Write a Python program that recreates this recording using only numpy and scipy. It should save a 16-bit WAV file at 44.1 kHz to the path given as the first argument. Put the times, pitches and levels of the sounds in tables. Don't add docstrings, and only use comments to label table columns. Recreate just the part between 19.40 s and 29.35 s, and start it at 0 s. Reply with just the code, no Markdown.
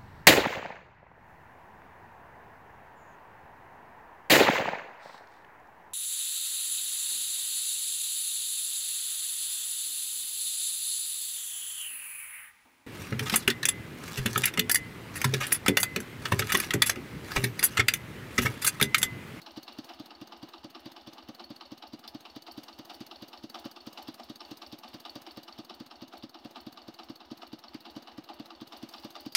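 import sys
import numpy as np
from scipy import signal
from scipy.fft import rfft, irfft
from scipy.io import wavfile
from scipy.ndimage import uniform_filter1d

SR = 44100
rng = np.random.default_rng(int(sys.argv[2]) if len(sys.argv) > 2 else 0)


def output_pcm(signal):
    pcm = np.clip(np.atleast_2d(signal).T, -1, 1) * 32767
    wavfile.write(sys.argv[1], SR, np.round(pcm).astype(np.int16))


def voltage_ratio(level):
    return 10 ** (np.asarray(level, float) / 20)


N = 438794

THIRD_THUMPS = [-0.0355, 0.6058, 1.2501, 1.8948, 2.5398, 3.1825, 3.8283, 4.4759, 5.1188, 5.7639, 6.4104,
                7.057, 7.7037, 8.3524, 9.0048, 9.6522, 10.3020]
# (time of the knock [s], extra fuel [0-1], late light-up [0-1])
HEAVY_SHOTS = [(.064, 0.4, 0.13), (.28, 0.65, 0.17), (.493, 0.4, 0.05), (.922, 0.54, .02), (1.353, .7, 0),
               (1.997, 0.76, 0), (2.426, 0.8, 0), (2.64, .6, .35), (3.068, 1, 0.22), (3.501, 0.84, 0.13),
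               (4.148, 0.9, .02), (4.578, 0.98, 0), (4.796, .8, 1), (5.22, 0.53, 0), (5.441, 0.73, 0.26),
               (5.649, 0.66, 0), (5.87, 0.63, 0.23), (6.296, 1, 0), (6.73, 1, 0.64), (7.16, 1, .1),
               (7.59, 0.83, 0.14), (8.023, 0.82, 0.08), (8.46, 0.7, .2), (8.893, 1, 0), (9.321, 0.98, 0),
               (9.76, 1, 0.12)]

# (frequency [Hz], level [dB])
AIR_COLOUR = [(35, -18), (55, 3), (90, 2), (160, -2), (300, -9), (1000, -30.)]

# (frequency [Hz], width [Hz], then level [dB] under
CASTING_MODES = [(238.4, 52.5, 17.5, 16, 4, 19, -1, 1.5), (267, 41, 23.5, -10, -1, 14, 16.5, 0.5),
                 (331.2, 28.8, 10.5, 11, 21.5, 26.5, 8, 5.5), (403, 253, 6.5, 10, -31, -4, -38, -4.5),
                 (572, 64, 17, -31, -18, 4.5, 20, -11), (710.5, 107, 11.5, -29, 7.5, 22, -10, 2.5),
                 (829, 84, -1, 7, 14.5, 16.5, -41, -0.5), (974, 210, 3, -11, 11.5, -10, -27, -3),
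                 (1218, 161, 3, -2, 14.5, 12, -23, -7), (1470, 300, -11, -41, -27, -4.5, -13, -11.5),
                 (1680, 430, -4, 2.5, -6, -17, -5, -13.5), (2200, 720, -3, -3, -10, 2.5, -4, -14.5),
                 (2830, 268, 5.5, -26, 9.5, -6, -1, -9), (3053, 150, -0.5, -15, 6.5, 6.5, 8, -16),
              (3578, 500, 6.5, -2, 5.5, 0, 2, -12.5), (3996, 540, 3, 10.5, 8.5, 0, 0, -13.5),
              (4469, 162, 12, 20.5, 2.5, -7, 23, -19), (4707, 156, 8, 16, 7.5, 1, 8, -14.5),
              (5350, 310, 5, 5, 8.5, -6.5, 13.5, -20.5), (5850, 680, 4.5, 1, 0, -13, 4.5, -24),
              (6390, 290, 4, 20, -15, -24, -14, -16.5), (6984, 3100, -1.5, -20, -14, -1.5, -5, -17.5),
              (8860, 1000, 2, 11.5, 3, -6, -3, -18), (10700, 5100, -9, 0, -9, -9, -11, -13.5),
              (12900, 3200, 3.5, 12.5, -3, -21, -0.5, -21), (14600, 1500, 2, 7, -13, 1, -24, -11.5),
                 (596.7, 6.8, 5, -16, 13, 18.5, 19.5, -12), (723, 24, 12.5, -24, -6, 22, -19, -7.5),
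               (2974, 52, -4, -13, 14.5, -0.5, -4, -10), (14900, 610, 1, 9, -8., -6., 2, -20)]
# (place in the cycle [0-1], timing scatter [s], rise [s], decay [s],
# tail decay [s], tail [dB], gain [dB])
BLOWS = [
    (-.042, 0.00087, 0.0022, 0.012, 0.0085, -13.5, -47.5),
    (0.242, 0.00049, 0.0014, 0.0044, 0.0048, -15, 5),
    (0.458, 0.001, 0.0011, 0.008, 0.038, -18, -0.67),
    (0.497, 0.00022, 0.0019, 0.0043, 0.028, -15, 0.16),
    (0.667, 0.0006, 0.0011, 0.0034, 0.038, -19.5, -4),
]
# (lag [s], rise [s], decay [s], gain [dB])
EDGES = [(-.001, 0.00066, 0.0046, 5), (-.0005, 0.0004, 0.009, 1), (0.0025, .001, 0.007, -4),
         (-0.0035, .001, 0.0032, -4), (.006, 0.0025, 0.0061, 4)]
# (lean level [dB], body gain at full fuel [dB], edge gain at full fuel [dB],
# scatter [dB])
STRENGTHS = [(-0.05, -0.1, .1, 0.84), (-57, -0.5, -0.2, 0.5), (-46, 2, 5, 0.86), (-55.5, 11.5, 10, 0.3),
             (-47.5, 0.5, 15, 0.6)]
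LATE_CHANGES = [.1, .1, -12, 4, .1]
# (place in the cycle [0-1], level [dB])
ROCKER_TICKS = [(-.085, -56.5), (.212, -64.5), (0.421, -63), (0.569, -79)]
# (time [s], treble [dB])
LINE_OF_SIGHT = [(0, 2.5), (.45, 2.5), (.75, -1.5), (2.799, -0.1), (3.201, 2.5), (4.6, 2.5), (5.948, 2.5),
                 (6.3, -1), (7.5, -0.7), (9.101, -1.8), (9.4, 2), (9.95, 3)]

# (place in the cycle [0-1], frequency [Hz], t60 [s],
# level [dB])
GULPS = [(.70, 72.8, 0.073, -67.5), (.235, 131, 0.027, -63), (0, 82, 0.03, -69), (0, 131, 0.024, -57),
         (.5, 84, 0.052, -82)]
# (frequency [Hz], t60 [s], signed size)
PIPE_MODES = [(127, .08, -.042), (183, .12, -.008), (301, .078, .074), (335, .072, -.062)]

# (frequency [Hz], level [dB], t60 [s])
CAN_MODES = [(4770, 0., .33), (3800, -11., .25), (4830, -4., .2)]
# (time [s], level [dB])
CAN_SHAKING = [(0, -41), (9.4, -46), (9.52, -10), (9.7, -15), (9.95, -13)]
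# (time [s], level [dB])
CAN_TAPS = [(9.4898, -23), (9.5806, -17), (9.80, -24), (9.921, -17)]
# (time [s], level [dB])
GUARD_SHAKING = [(0, -41), (.6, -49), (1.4, -47), (2.1, -44.5), (2.798, -47.5), (5, -53), (6.999, -46),
                 (9.95, -47)]
# (time [s], level [dB])
LOUD_PINGS = [(1.997, -50), (2.163, -45), (2.167, -47), (2.254, -48), (2.807, -49), (3.328, -49)]
# (time [s], level [dB])
SNAPS = [(2.6763, -44), (3.4825, -62), (3.536, -52), (9.5124, -58), (9.5267, -54), (9.5627, -57),
         (9.5981, -52), (9.624, -55), (9.7244, -58)]
# (time [s], level [dB])
BAR_STRIKES = [(2.6782, -35), (9.4898, -52), (9.581, -47)]
# (frequency [Hz], level [dB], t60 [s])
BAR_MODES = [(3570, -5, 0.054), (4700, -23, 0.047), (4920, -3.5, 0.052), (5540, -12, .05), (4160, 0, .02),
             (3800, -14, 0.022), (5300, -2, 0.022), (9200, -5, .02)]
# (time [s], level [dB])
DRUM_SLACK = [(3.51, -54), (4.155, -46), (4.586, -47), (4.797, -41), (5.018, -48), (5.232, -47),
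              (5.66, -53), (6.74, -52), (8.9, -45)]
# (frequency [Hz], level [dB], t60 [s])
DRUM_MODES = [(745, .1, .08), (690, -6, .16), (598, -9, .3)]

# (frequency [Hz], level [dB])
MIC_COLOUR = [(30, -3), (60, 0.), (5000, 0.), (7000, -15), (10000, -18.5), (15000, -13.5), (20000, -22)]

TOP_OCTAVE_HZ = 7000


def level(x, db):
    return x * voltage_ratio(db) / np.sqrt(np.mean(x ** 2))


def glide(table):
    s, value = np.transpose(table)
    return np.interp(np.arange(N) / SR, s, value)


def walk(rate):
    count = int(N / SR * rate) + 2
    return 0.93 * np.interp(np.arange(N) * rate / SR, np.arange(count), rng.standard_normal(count))


def colour(x, table):
    hz, db = np.transpose(table)
    grid = np.maximum(np.fft.rfftfreq(4096, 1 / SR), 1)
    curve = voltage_ratio(np.interp(np.log(grid), np.log(hz), db))
    cepstrum = irfft(np.log(curve))
    cepstrum[1:2048] *= 2
    cepstrum[2049:] = 0
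    return signal.fftconvolve(x, irfft(np.exp(rfft(cepstrum))))[:N]


def highpass(x, order, hz):
    return signal.sosfilt(signal.butter(order, hz, "high", fs=SR, output="sos"), x)


def ring(x, hz, t60, turn=-1j):
    pole = np.exp(2j * np.pi * hz / SR - np.log(1000) / (t60 * SR))
    return (turn * signal.lfilter([1], [1, -pole], x)).real


def ring_modes(x, modes):
    return sum(voltage_ratio(db) * ring(x, hz, t60) for hz, db, t60 in modes)


def spikes(s, size):
    at = np.asarray(s) * SR
    keep = (at >= 0) & (at < N - 2)
    whole, part = at[keep].astype(int), at[keep] % 1
    size = (size * np.ones(len(at)))[keep]
    return np.bincount(whole, size * (1 - part), N) + np.bincount(whole + 1, size * part, N)


def taps(table):
    s, db = np.transpose(table)
    return spikes(s, voltage_ratio(db))


def blow(s, db, rise, decay, tail, tail_db):
    kicks = spikes(s, voltage_ratio(db))

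    def fade(rate):
        return signal.lfilter([1], [1, -np.exp(-rate / SR)], kicks)

    def swell(fall):
        return fade(1 / fall) - fade(1 / fall + 1 / rise)

    return swell(decay) + voltage_ratio(tail_db) * swell(tail)


def thumps():
    marks = 3 * np.arange(len(THIRD_THUMPS))
    return np.interp(np.arange(marks[-1]), marks, THIRD_THUMPS)


def moments(place):
    s = thumps()
    return s + place * np.diff(s, append=2 * s[-1] - s[-2])


def fuel(axis=1):
    table = np.transpose(HEAVY_SHOTS)
    cycle = np.searchsorted(thumps(), table[0]) - 1
    return np.bincount(cycle, table[axis], len(thumps()))


def field_air():
    return level(colour(rng.standard_normal(N), AIR_COLOUR), -94) * voltage_ratio(2.3 * walk(5.2))


def forces(treble_db):
    extra, late = fuel(), fuel(axis=2)
    body, top = [], []
    for hit, sharp, strength, late_db in zip(BLOWS, EDGES, STRENGTHS, LATE_CHANGES):
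        place, scatter, *shape, gain_db = hit
        lag, *edge, edge_db = sharp
        lean_db, body_db, sharp_db, spread_db = strength
        s = moments(place) + scatter * rng.standard_normal(len(extra))
        db = gain_db + lean_db + spread_db * rng.standard_normal(len(s))
        db = db + 0.3 * np.interp(s, np.arange(N) / SR, treble_db) + late_db * late
        body.append(blow(s, db + body_db * extra, *shape))
        top_db = db + sharp_db * extra + edge_db - 1.5
        top.append(blow(s + lag, top_db, *edge, tail=0.0055, tail_db=-20.0))
    for place, db in ROCKER_TICKS:
        tick_db = db + 2.7 * rng.standard_normal(len(extra))
        body[2] = body[2] + blow(moments(place), tick_db, 0.00095, 0.0048, 0.022, tail_db=-16)
    clumps = voltage_ratio(2.4 * walk(1200))
    gear = voltage_ratio(-49 + 2.0 * walk(12) + 1.4 * walk(300))
    teeth = gear * voltage_ratio(1.3 * walk(150) - 1.0)
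    body_forces = np.array([force * clumps for force in body] + [gear])
    top_forces = np.array([force * clumps for force in top] + [teeth])
    return body_forces, top_forces


def casting():
    treble_db = glide(LINE_OF_SIGHT)
    body, top = forces(treble_db)
    starts = thumps() * SR
    cycle = np.searchsorted(starts, np.arange(N), "right") - 1
    since = np.arange(N) - starts[cycle].astype(int)
    knots = np.append(np.arange(0, N, SR // 20), N - 1)
    fresh, out = rng.standard_normal(N), 0
    for hz, width, *dbs in CASTING_MODES:
        repeated = rng.standard_normal(SR // 4)[since]
        shaking = 0.63 * repeated + 0.7 * np.roll(fresh, rng.integers(N))
        spread_db = 1.9 if 1600 < hz < TOP_OCTAVE_HZ else 1.3
        spot_db = spread_db * rng.standard_normal(len(knots)) + treble_db[knots] * min(hz / 9000, 1)
        spot = np.interp(np.arange(N), knots, voltage_ratio(spot_db))
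        force = voltage_ratio(np.array(dbs)) @ (top if hz > TOP_OCTAVE_HZ else body)
        mode = signal.lfilter(*signal.iirpeak(hz, hz / width, fs=SR), force * spot * shaking)
        if hz < TOP_OCTAVE_HZ:
            mode = signal.lfilter(*signal.iirpeak(hz, hz / width / 3.74, fs=SR), mode)
        out = out + mode
    return voltage_ratio(3.0) * highpass(out, 4, 185)


def low_gulps():
    out = 0
    for place, hz, t60, db in GULPS:
        s = moments(place)
        gulp = spikes(s, voltage_ratio(db + 1.6 * rng.standard_normal(len(s))))
        soft = ring(gulp, hz, t60)
        out = out - ring(soft, hz, t60, turn=0.81) * hz / 3000
    return out


def can(iron):
    shake = voltage_ratio(glide(CAN_SHAKING)) * iron + taps(CAN_TAPS)
    return voltage_ratio(-37) * ring_modes(shake, CAN_MODES)


def guard(iron):
    shake = voltage_ratio(glide(GUARD_SHAKING)) * iron + taps(LOUD_PINGS)
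    return ring(shake, 4405., 0.075)


def exhaust():
    out, times = np.zeros(N + SR), thumps()[1:]
    dbs = -44 + 1.5 * fuel()[:-1] + .5 * rng.standard_normal(len(times))
    kick = np.zeros(SR // 10)
    for s, db in zip(times, dbs):
        kick[0] = voltage_ratio(db + 43.0)
        heat = 1 + .006 * rng.standard_normal()
        pipe = 0
        for hz, t60, size in PIPE_MODES:
            share = voltage_ratio(.3 * rng.standard_normal())
            pipe = pipe + size * share * ring(kick, hz * heat, t60)
        start = int((s - .0076) * SR)
        out[start:start + len(kick)] += ring(pipe, 233, .065, turn=1) / 200
    return out[:N]


def can_snaps():
    s, db = np.transpose(SNAPS)
    burst = blow(s, db + 10.0, 0.00029, 0.0015, 0.017, tail_db=-7.0)
    return burst * np.diff(rng.standard_normal(N + 1))


def bar():
    s, db = np.transpose(BAR_STRIKES)
    hits = spikes(s, voltage_ratio(db)) + spikes(s + .006, voltage_ratio(db - 24.0)) + spikes(s + 0.01, voltage_ratio(db - 30.0))
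    return highpass(ring_modes(hits, BAR_MODES), 3, 3000)


def drum():
    push = uniform_filter1d(taps(DRUM_SLACK), size=24)
    return highpass(ring_modes(push, DRUM_MODES), 2, 450)


def scene():
    air = field_air()
    iron = casting()
    rig = can(iron) + guard(iron) + can_snaps() + bar() + drum()
    return (air + iron + low_gulps() + exhaust() + rig)[None]


def band_limit(x):
    return signal.sosfilt(signal.butter(12, 16470, fs=SR, output="sos"), x)


def record(dry):
    top_cut = signal.ellip(10, .3, 60, 15850, fs=SR, output="sos")
    heard = signal.sosfilt(top_cut, colour(dry[0], MIC_COLOUR))
    mix = heard[None] - 1e-4
    return band_limit(mix)


dry = scene()
out = record(dry)
output_pcm(out)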